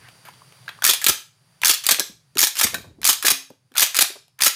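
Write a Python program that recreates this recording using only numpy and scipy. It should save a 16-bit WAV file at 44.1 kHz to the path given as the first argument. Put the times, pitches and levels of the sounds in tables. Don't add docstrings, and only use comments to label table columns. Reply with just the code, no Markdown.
import sys
import numpy as np
from scipy import signal
from scipy.fft import rfft, irfft
from scipy.io import wavfile
from scipy.ndimage import uniform_filter1d, map_coordinates

SR = 44100
rng = np.random.default_rng(int(sys.argv[2]) if len(sys.argv) > 2 else 0)


def pcm_store(signal):
    levels = np.round(np.clip(np.atleast_2d(signal), -1, 1) * 32767)
    wavfile.write(sys.argv[1], SR, levels.astype(np.int16).T)


N = 200998
TIME = np.arange(N) / SR
HZ = np.fft.rfftfreq(4096, 1 / SR)

# [pitch_hz, density_db_per_hz (relative)]
HISS_SPECTRUM = [(120, -41), (200, -10.5), (465, -8), (1060, -6), (3560, -12), (4860, -10), (8120, -18),
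                 (9060, -19), (9930, -15.5), (16000, -26.5)]
# [pitch_hz, rms_level_db]
WHINE_TONES = [(4696, -64), (9394, -63.8), (14088, -80)]
# [depth_db, recovery_s]
BACKGROUND_DIPS = [(-19, .165), (-4.4, 1.7)]
# [pitch_hz, t60_s]
ROOM_DECAY = [(150, 0.083), (400, .32), (1040, 0.31), (3300, 0.32), (7300, 0.32), (15000, 0.24)]
# [pitch_hz, level_db]
REFLECTION_COLOUR = [(100, -5.5), (400, -1.5), (1200, 1), (3500, 4.5), (8000, 0), (15000, 0.5)]
# [pitch_hz, gain_db, t60_s]
STANDING_WAVES = [(76, -9, .24), (168, -3, .3), (270.4, -7, .45), (398, -2.5, .21)]
# [pitch_hz, density_db_per_hz (relative)]
CLOTH_SPECTRUM = [(25, -9), (50, -7), (78, 0), (120, -2), (270, -8.5), (500, -14), (1200, -32.5),
                  (4000, -42.5), (16000, -61)]
# [start_s, length_s, level_db]
CLOTH_MOVES = [(0, .04, -62), (2.09, .02, -62), (2.65, .26, -50.5), (3.0, .08, -53)]
# [start_s, level_db, pitch_hz, length_s]
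PALM_SCUFFS = [(0, -50, 1610, .11), (.240, -47, 1450, .08), (1.626, -28, 2300, .017),
               (2.733, -41.5, 1520, .012), (3.747, -39.5, 1510, .014), (4.385, -39, 1420, .037)]
# [start_s, level_db, pitch_hz, t60_s]
LINGERING_TONES = [(.6905, -30, 3950, .04), (1.100, -44, 263, .2), (3.315, -43, 270, .39),
                   (4.030, -44, 5250, .59)]
# [start_s, level_db, pitch_hz, t60_s]
SOFT_BLOWS = [(1.093, -22, 86.6, .032), (1.987, -27, 409, .032), (2.002, -23, 380, .036),
              (2.094, -41.5, 199.5, .079), (2.358, -24.5, 248, .044), (2.64, -32, 85, .09),
              (2.733, -34, 330, .16), (2.843, -40.5, 600, .057), (2.984, -43, 260, .11),
              (3.246, -20.5, 420, .043), (3.312, -35, 125, .04), (3.504, -33, 320, .039),
              (3.716, -50, 200, .071), (4.101, -35.5, 406, .046), (4.157, -38, 560, .059)]
# [delay_after_stop_s, level_db, pitch_hz, t60_s]
PULL_STOCK_THUMP = (.003, -25.5, 335, .04)
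# [delay_after_stop_s, level_db, pitch_hz, t60_s]
PUSH_STOCK_THUMP = (.011, -27, 268, .045)
# [start_s, level_db, pitch_hz, t60_s]
HOLLOW_KNOCKS = [(.286, -30, 990, .023), (.419, -32.5, 1094, .013), (.6795, -20.5, 1600, .03),
                 (.789, -31.5, 1180, .014), (.8216, -15.5, 1610, .025), (.825, -16.5, 1620, .022),
                 (1.021, -26.5, 1707, .069), (1.634, -10, 2380, .016), (1.634, -23.5, 986, .063),
                 (2.004, -22.5, 1650, .06), (2.742, -23, 1760, .07), (2.748, -21.5, 1530, .065),
                 (3.248, -12.5, 1664, .04), (3.755, -25.5, 1450, .051)]
# [pitch_hz, density_db_per_hz (relative)]
STEEL_COLOUR = [(59, -43.5), (100, -17), (381, -17), (662, -11), (1130, -6.5), (1280, -2), (1450, -6.5),
                (1680, -2), (2080, -2), (2470, -1), (2690, -2.5), (3700, 0.5), (12100, -1.5), (15000, -3),
                (16000, -30)]
# [pitch_hz, width_hz, nominal_db_above_colour]
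GUN_MODES = [(1343, 70, 3), (1636, 110, 3.5), (1902, 40, 0), (2140, 40, -0.5), (2453, 70, 3.5),
             (3280, 180, 1), (3550, 120, 1.5), (4381, 70, -2), (4700, 40, 4.5), (5390, 60, 3),
             (6554, 120, 4.5), (6980, 58, 3.5), (9794, 44, 6.5), (12700, 100, 4.5)]
# [part, offset_s (before slowness), bass_db, middle_db, treble_db (before stroke trims), t60_s, chatter_s]
PULL_CONTACTS = [("latch", 0, -47, -33, -31, .035, 0), ("unlock", 0, -39, -18.5, -25, .023, 0),
                 ("bolt", -.0472, -33, -19, -10, .024, 0), ("travel", -.039, -40, -16, -8.5, .042, 0),
                 ("travel", -.024, -40, -18.5, -10, .036, 0), ("travel", -.0135, -42, -26, -11, .055, 0),
                 ("travel", -.007, -42, -24.5, -21, .035, 0), ("stop", 0, -34, -17.5, -12, .032, .013),
                 ("stop", .0195, -43, -24, -15, .055, 0), ("rebound", .044, -40, -24, -15.5, .062, 0),
                 ("rebound", .055, -57, -28, -22, .015, 0)]
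# [part, offset_s (before slowness), bass_db, middle_db, treble_db (before stroke trims), t60_s, chatter_s]
PUSH_CONTACTS = [("latch", 0, -55, -30, -27, .07, 0), ("unlock", 0, -49, -31, -28, .1, 0),
                 ("bolt", -.042, -36.5, -25, -9.5, .028, 0), ("travel", -.05, -52, -33, -25, .03, .022),
                 ("travel", -.035, -43, -19, -14, .048, 0), ("stop", -.0195, -29, -13, -9.5, .043, 0),
                 ("stop", -.0145, -36, -26, -19, .02, 0), ("stop", 0, -33, -21.5, -12, .032, .015),
                 ("rebound", .036, -42, -23.5, -25, .05, 0)]
# [stop_s, slowness (ratio), latch_s, unlock_s,
# body_db, latch_db, unlock_db, bolt_db, travel_db, stop_db, rebound_db, thump_db]
PULL_STROKES = [(.8899, 1.03, .8215, .8355, 1, 0, -8, .5, .5, 0, 0, -1.5),
                (1.6936, .975, 1.6172, 1.635, 0, 3, 2, 1, .5, 1, 0, -3),
                (2.4281, .97, 2.3536, 2.3709, -1.5, -7, 0, -2, -.5, -.5, -2, 3),
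                (3.0877, .93, 3.0165, 3.031, -1, -5, -5, -6, 0, .5, -3, 0),
                (3.8191, 1.0, 3.7541, 3.7653, .5, -3, -4, -9, .5, 0, -10, -7),
                (4.4596, 1.0, 4.39, 4.4058, -.5, -7, 0, -7, 0, 0, -15, 2)]
# [stop_s, slowness (ratio), latch_s, unlock_s,
# body_db, latch_db, unlock_db, bolt_db, travel_db, stop_db, rebound_db, thump_db]
PUSH_STROKES = [(1.0839, .98, 1.015, 1.0214, 1.5, -2.5, -5, -1, -14, .5, -9, 3),
                (1.9087, 1.01, 1.8376, 1.8556, 0, 0, -5, 0, -15, 1, -1, -2),
                (2.6318, 1.01, 2.5545, 2.5685, 0, -3, 2, -5, -1, -.5, 0, 5.5),
                (3.3018, 1.01, 3.2259, 3.249, 0, 5.5, 7.5, -8, 5, -1, -10, -6),
                (4.0081, .99, 3.9457, 3.9537, 0, 6.5, 4, -2, -7, .5, -8, -1.5)]
# [start_s, bass_db, middle_db, treble_db, t60_s]
LOOSE_CONTACTS = [(.252, -55, -48.5, -49, .2), (.286, -43.5, -43.5, -47, .04),
                  (.6808, -43, -29.5, -42.5, .02), (.6905, -37, -26.5, -40, .031),
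                  (1.9858, -34.5, -28.5, -46, .054), (1.9964, -35, -27, -11, .018),
                  (2.0019, -31, -24, -15.5, .02), (2.7434, -31, -24, -22.5, .045),
                  (2.782, -38.5, -48.5, -41, .017), (2.818, -55, -54, -44, .014),
                  (3.503, -50, -54, -51, .016), (3.7188, -56, -53.5, -56, .02),
                  (3.74, -59.5, -49.5, -52, .021), (4.2811, -61, -61, -55, .017)]
# [bass_db, middle_db, treble_db, t60_s]
HAND_TICK = (-58, -53, -60, .04)


def gain_of(db):
    return 10 ** (np.asarray(db) / 20)


def evened(x):
    return x / np.sqrt(np.mean(x ** 2) + 1e-20)


def read(points, hz):
    f, value = np.transpose(points)
    return np.interp(np.log(hz + 1), np.log(f + 1), value)


def add(mix, s, sound):
    part = mix[max(round(s * SR), 0):][:len(sound)]
    part += sound[:len(part)]


def dying(t, t60):
    return np.exp(-np.log(1000) * t / max(t60, 1e-3))


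def band(lo_hz, hi_hz, order=4):
    low_side = 1 + (lo_hz / (HZ + 1)) ** (2 * order)
    high_side = 1 + (HZ / hi_hz) ** (2 * order)
    return 1 / np.sqrt(low_side * high_side)


def causal(gain):
    mirrored = np.r_[gain, gain[-2:0:-1]]
    log_gain = np.log(np.maximum(mirrored / gain.max(), 1e-4))
    response = np.fft.ifft(np.exp(np.conj(signal.hilbert(log_gain)))).real
    return response[:len(HZ) // 2]


def noise(gain):
    spectrum = rfft(rng.standard_normal(N))
    return evened(irfft(spectrum * np.interp(np.fft.rfftfreq(N, 1 / SR), HZ, gain), N))


def strike(force, response):
    sound = signal.fftconvolve(force * rng.standard_normal(len(force)), response)
    return sound * np.sqrt(np.sum(force ** 2) / (np.sum(sound ** 2) + 1e-20))


def background(hiss_db=-56, rumble_db=-57.5, rumble_lo_hz=108, rumble_hi_hz=158, rumble_sink=0.56):
    level_db = np.zeros(N)
    for stop, *_ in list(PULL_STROKES) + list(PUSH_STROKES):
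        for depth_db, recovery in BACKGROUND_DIPS:
            level_db += depth_db * (TIME > stop) * np.exp(-abs(TIME - stop) / recovery)
    hiss = gain_of(hiss_db) * noise(gain_of(read(HISS_SPECTRUM, HZ)))
    rumble_band = band(rumble_lo_hz, rumble_hi_hz, order=8)
    rumble = gain_of(rumble_db + rumble_sink * level_db) * noise(rumble_band)
    whine = sum(np.sqrt(2) * gain_of(db) * np.sin(2 * np.pi * hz * TIME) for hz, db in WHINE_TONES)
    return (hiss + whine) * gain_of(level_db) + rumble


def room(x, wet_db=-9.5, first_s=0.0034, build_s=0.0017, count=6, turn_hz=17):
    out = np.zeros(N)
    for k in range(count):
        hz, t, z = signal.stft(rng.standard_normal(SR * 2 // 3), SR, nperseg=256)
        decay = np.exp(-np.log(1000) * t / read(ROOM_DECAY, hz)[:, None])
        colour = gain_of(read(REFLECTION_COLOUR, hz))[:, None]
        tail = signal.istft(z * decay * colour, SR)[1]
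        since_first = np.maximum(np.arange(len(tail)) / SR - first_s, 0)
        tail *= 1 - np.exp(-since_first / build_s)
        away = abs((TIME * turn_hz * count - k) % count - count / 2)
        share = np.cos(np.pi / 2 * np.minimum(away, 1))
        out += signal.fftconvolve(x * share, tail / np.linalg.norm(tail))[:N]
    return gain_of(wet_db) * out


def boom(x):
    t = np.arange(SR // 2) / SR
    response = np.zeros(len(t))
    for hz, db, t60 in STANDING_WAVES:
        decay = dying(t, t60)
        response += gain_of(db) * np.cos(2 * np.pi * hz * t) * decay * 2 / decay.sum()
    return signal.fftconvolve(x, response)[:N]


def shuffle(rise_s=.015, t60_s=.35, rest_db=-78, lumps_db=2):
    moves = np.zeros(N)
    for s, length, db in CLOTH_MOVES:
        rise = np.clip((TIME - s) / rise_s, 0, 1)
        moves += gain_of(db) * rise * dying(np.maximum(TIME - s - length, 0), t60_s)
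    lumps = evened(uniform_filter1d(rng.standard_normal(N), size=1300))
    envelope = gain_of(rest_db) + moves * gain_of(lumps_db * lumps)
    return noise(gain_of(read(CLOTH_SPECTRUM, HZ))) * envelope


def scuffs(breadth=1.1):
    out = np.zeros(N)
    for s, db, hz, length in PALM_SCUFFS:
        force = gain_of(db) * np.sin(np.pi * np.linspace(0, 1, int(length * SR) + 2))
        add(out, s, strike(force, causal(band(hz / breadth, hz * breadth, order=3))))
    return out


def rings():
    out, t = np.zeros(N), np.arange(SR // 2) / SR
    for s, db, hz, t60 in LINGERING_TONES:
        add(out, s, gain_of(db) * np.sin(2 * np.pi * hz * t) * dying(t, t60))
    return out


def stock_thumps():
    found = []
    for thump, strokes in [(PULL_STOCK_THUMP, PULL_STROKES), (PUSH_STOCK_THUMP, PUSH_STROKES)]:
        delay, db, hz, t60 = thump
        found += [(row[0] + delay, db + row[-1], hz, t60) for row in strokes]
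    return found


def thumps(breadth=1.48, rise_s=.002):
    out, t = np.zeros(N), np.arange(SR // 5) / SR
    for s, db, hz, t60 in stock_thumps() + list(SOFT_BLOWS):
        force = gain_of(db) * dying(t, t60) * (1 - np.exp(-t / rise_s))
        add(out, s - rise_s, strike(force, causal(band(hz / breadth, hz * breadth, order=3))))
    return out


def knocks(spread=.09, overtone_db=-9, rise_s=0.00047):
    out, t = np.zeros(N), np.arange(SR // 6) / SR
    for s, db, hz, t60 in HOLLOW_KNOCKS:
        lower, upper = 1 + spread * rng.uniform(0.48, 0.88, 2) * [-1, 1]
        turn = 2 * np.pi * hz * t
        neighbours = np.sin(turn * lower) - np.sin(turn * upper)
        ring = np.sin(turn) + gain_of(overtone_db) * neighbours
        add(out, s, gain_of(db) * ring * dying(t, t60) * (1 - np.exp(-t / rise_s)))
    return out


def stroke(run, stop, slowness, latch_s, unlock_s, body_db,
           latch_db, unlock_db, bolt_db, travel_db, stop_db, rebound_db, thump_db):
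    cues = {"latch": (latch_s, latch_db), "unlock": (unlock_s, unlock_db), "bolt": (stop, bolt_db),
            "travel": (stop, travel_db), "stop": (stop, stop_db), "rebound": (stop, rebound_db)}
    for part, offset, bass, middle, treble, t60, chatter in run:
        moment, db = cues[part]
        yield moment + slowness * offset, bass + db + body_db, middle + db + body_db, treble + db, t60, chatter


def contacts(grip_count=7, grip_spread_db=3.5):
    hits = []
    for run, strokes in [(PULL_CONTACTS, PULL_STROKES), (PUSH_CONTACTS, PUSH_STROKES)]:
        for row in strokes:
            hits += stroke(run, *row)
    hits += [(*row, 0) for row in LOOSE_CONTACTS]
    *levels, t60 = HAND_TICK
    for _ in range(grip_count):
        s = rng.random() * PULL_STROKES[0][0]
        hits.append((s, *np.add(levels, grip_spread_db * rng.standard_normal()), t60, 0))
    return hits


def contact_colour(part_db=2.3, part_width_hz=420):
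    colour = gain_of(read(STEEL_COLOUR, HZ))
    for (hz, width, db), share in zip(GUN_MODES, rng.uniform(0, 1.5, len(GUN_MODES))):
        resonance = 1 / (1 + (2 * (HZ - hz) / width) ** 2)
        colour = colour * (1 + share * (gain_of(db) - 1) * resonance)
    ripple = map_coordinates(rng.standard_normal(200), [HZ / part_width_hz], mode="mirror")
    return colour * gain_of(part_db * ripple)


def action(chatter_db=2.5, grit_db=2.5, crack=0.75, crack_s=0.00084, bass_hz=200, middle_hz=800, treble_hz=3500):
    edges = [bass_hz, middle_hz, treble_hz, SR / 2]
    bands = [band(lo, hi) for lo, hi in zip(edges, edges[1:])]
    out, t = np.zeros(N), np.arange(SR // 8) / SR
    for s, *levels, t60, chatter in contacts():
        bounces = evened(uniform_filter1d(rng.standard_normal(len(t)), size=40))
        if chatter > 0:
            force = dying(np.maximum(t - chatter, 0), t60) * evened(gain_of(chatter_db * bounces))
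        else:
            opening = 1 + crack * np.exp(-t / crack_s)
            force = dying(t, t60) * opening * evened(gain_of(grit_db * bounces))
        colour = contact_colour()
        for db, part in zip(levels, bands):
            add(out, s, gain_of(db) * strike(force, causal(colour * part)))
    return out


def scene(knock_room_db=-6, thump_room_db=-2):
    bed, cloth = background(), shuffle()
    soft, hollow, steel = thumps(), knocks() + scuffs(), action()
    into_room = steel + gain_of(knock_room_db) * hollow + gain_of(thump_room_db) * soft
    echoes = room(into_room) + boom(soft + cloth)
    return (steel + hollow + soft + cloth + rings() + echoes + bed)[None]


def record(dry, ceiling=0.8, low_cut_hz=45, edge_hz=16100):
    rounded = dry / (1 + (dry / ceiling) ** 4) ** (1 / 4)
    high_pass = signal.butter(2, low_cut_hz, "high", fs=SR, output="sos")
    thinned = signal.sosfilt(high_pass, rounded)
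    low_pass = signal.firwin(401, edge_hz, window=("kaiser", 8), fs=SR)
    return signal.oaconvolve(thinned, low_pass[None], "same")


dry = scene()
out = record(dry)
pcm_store(out)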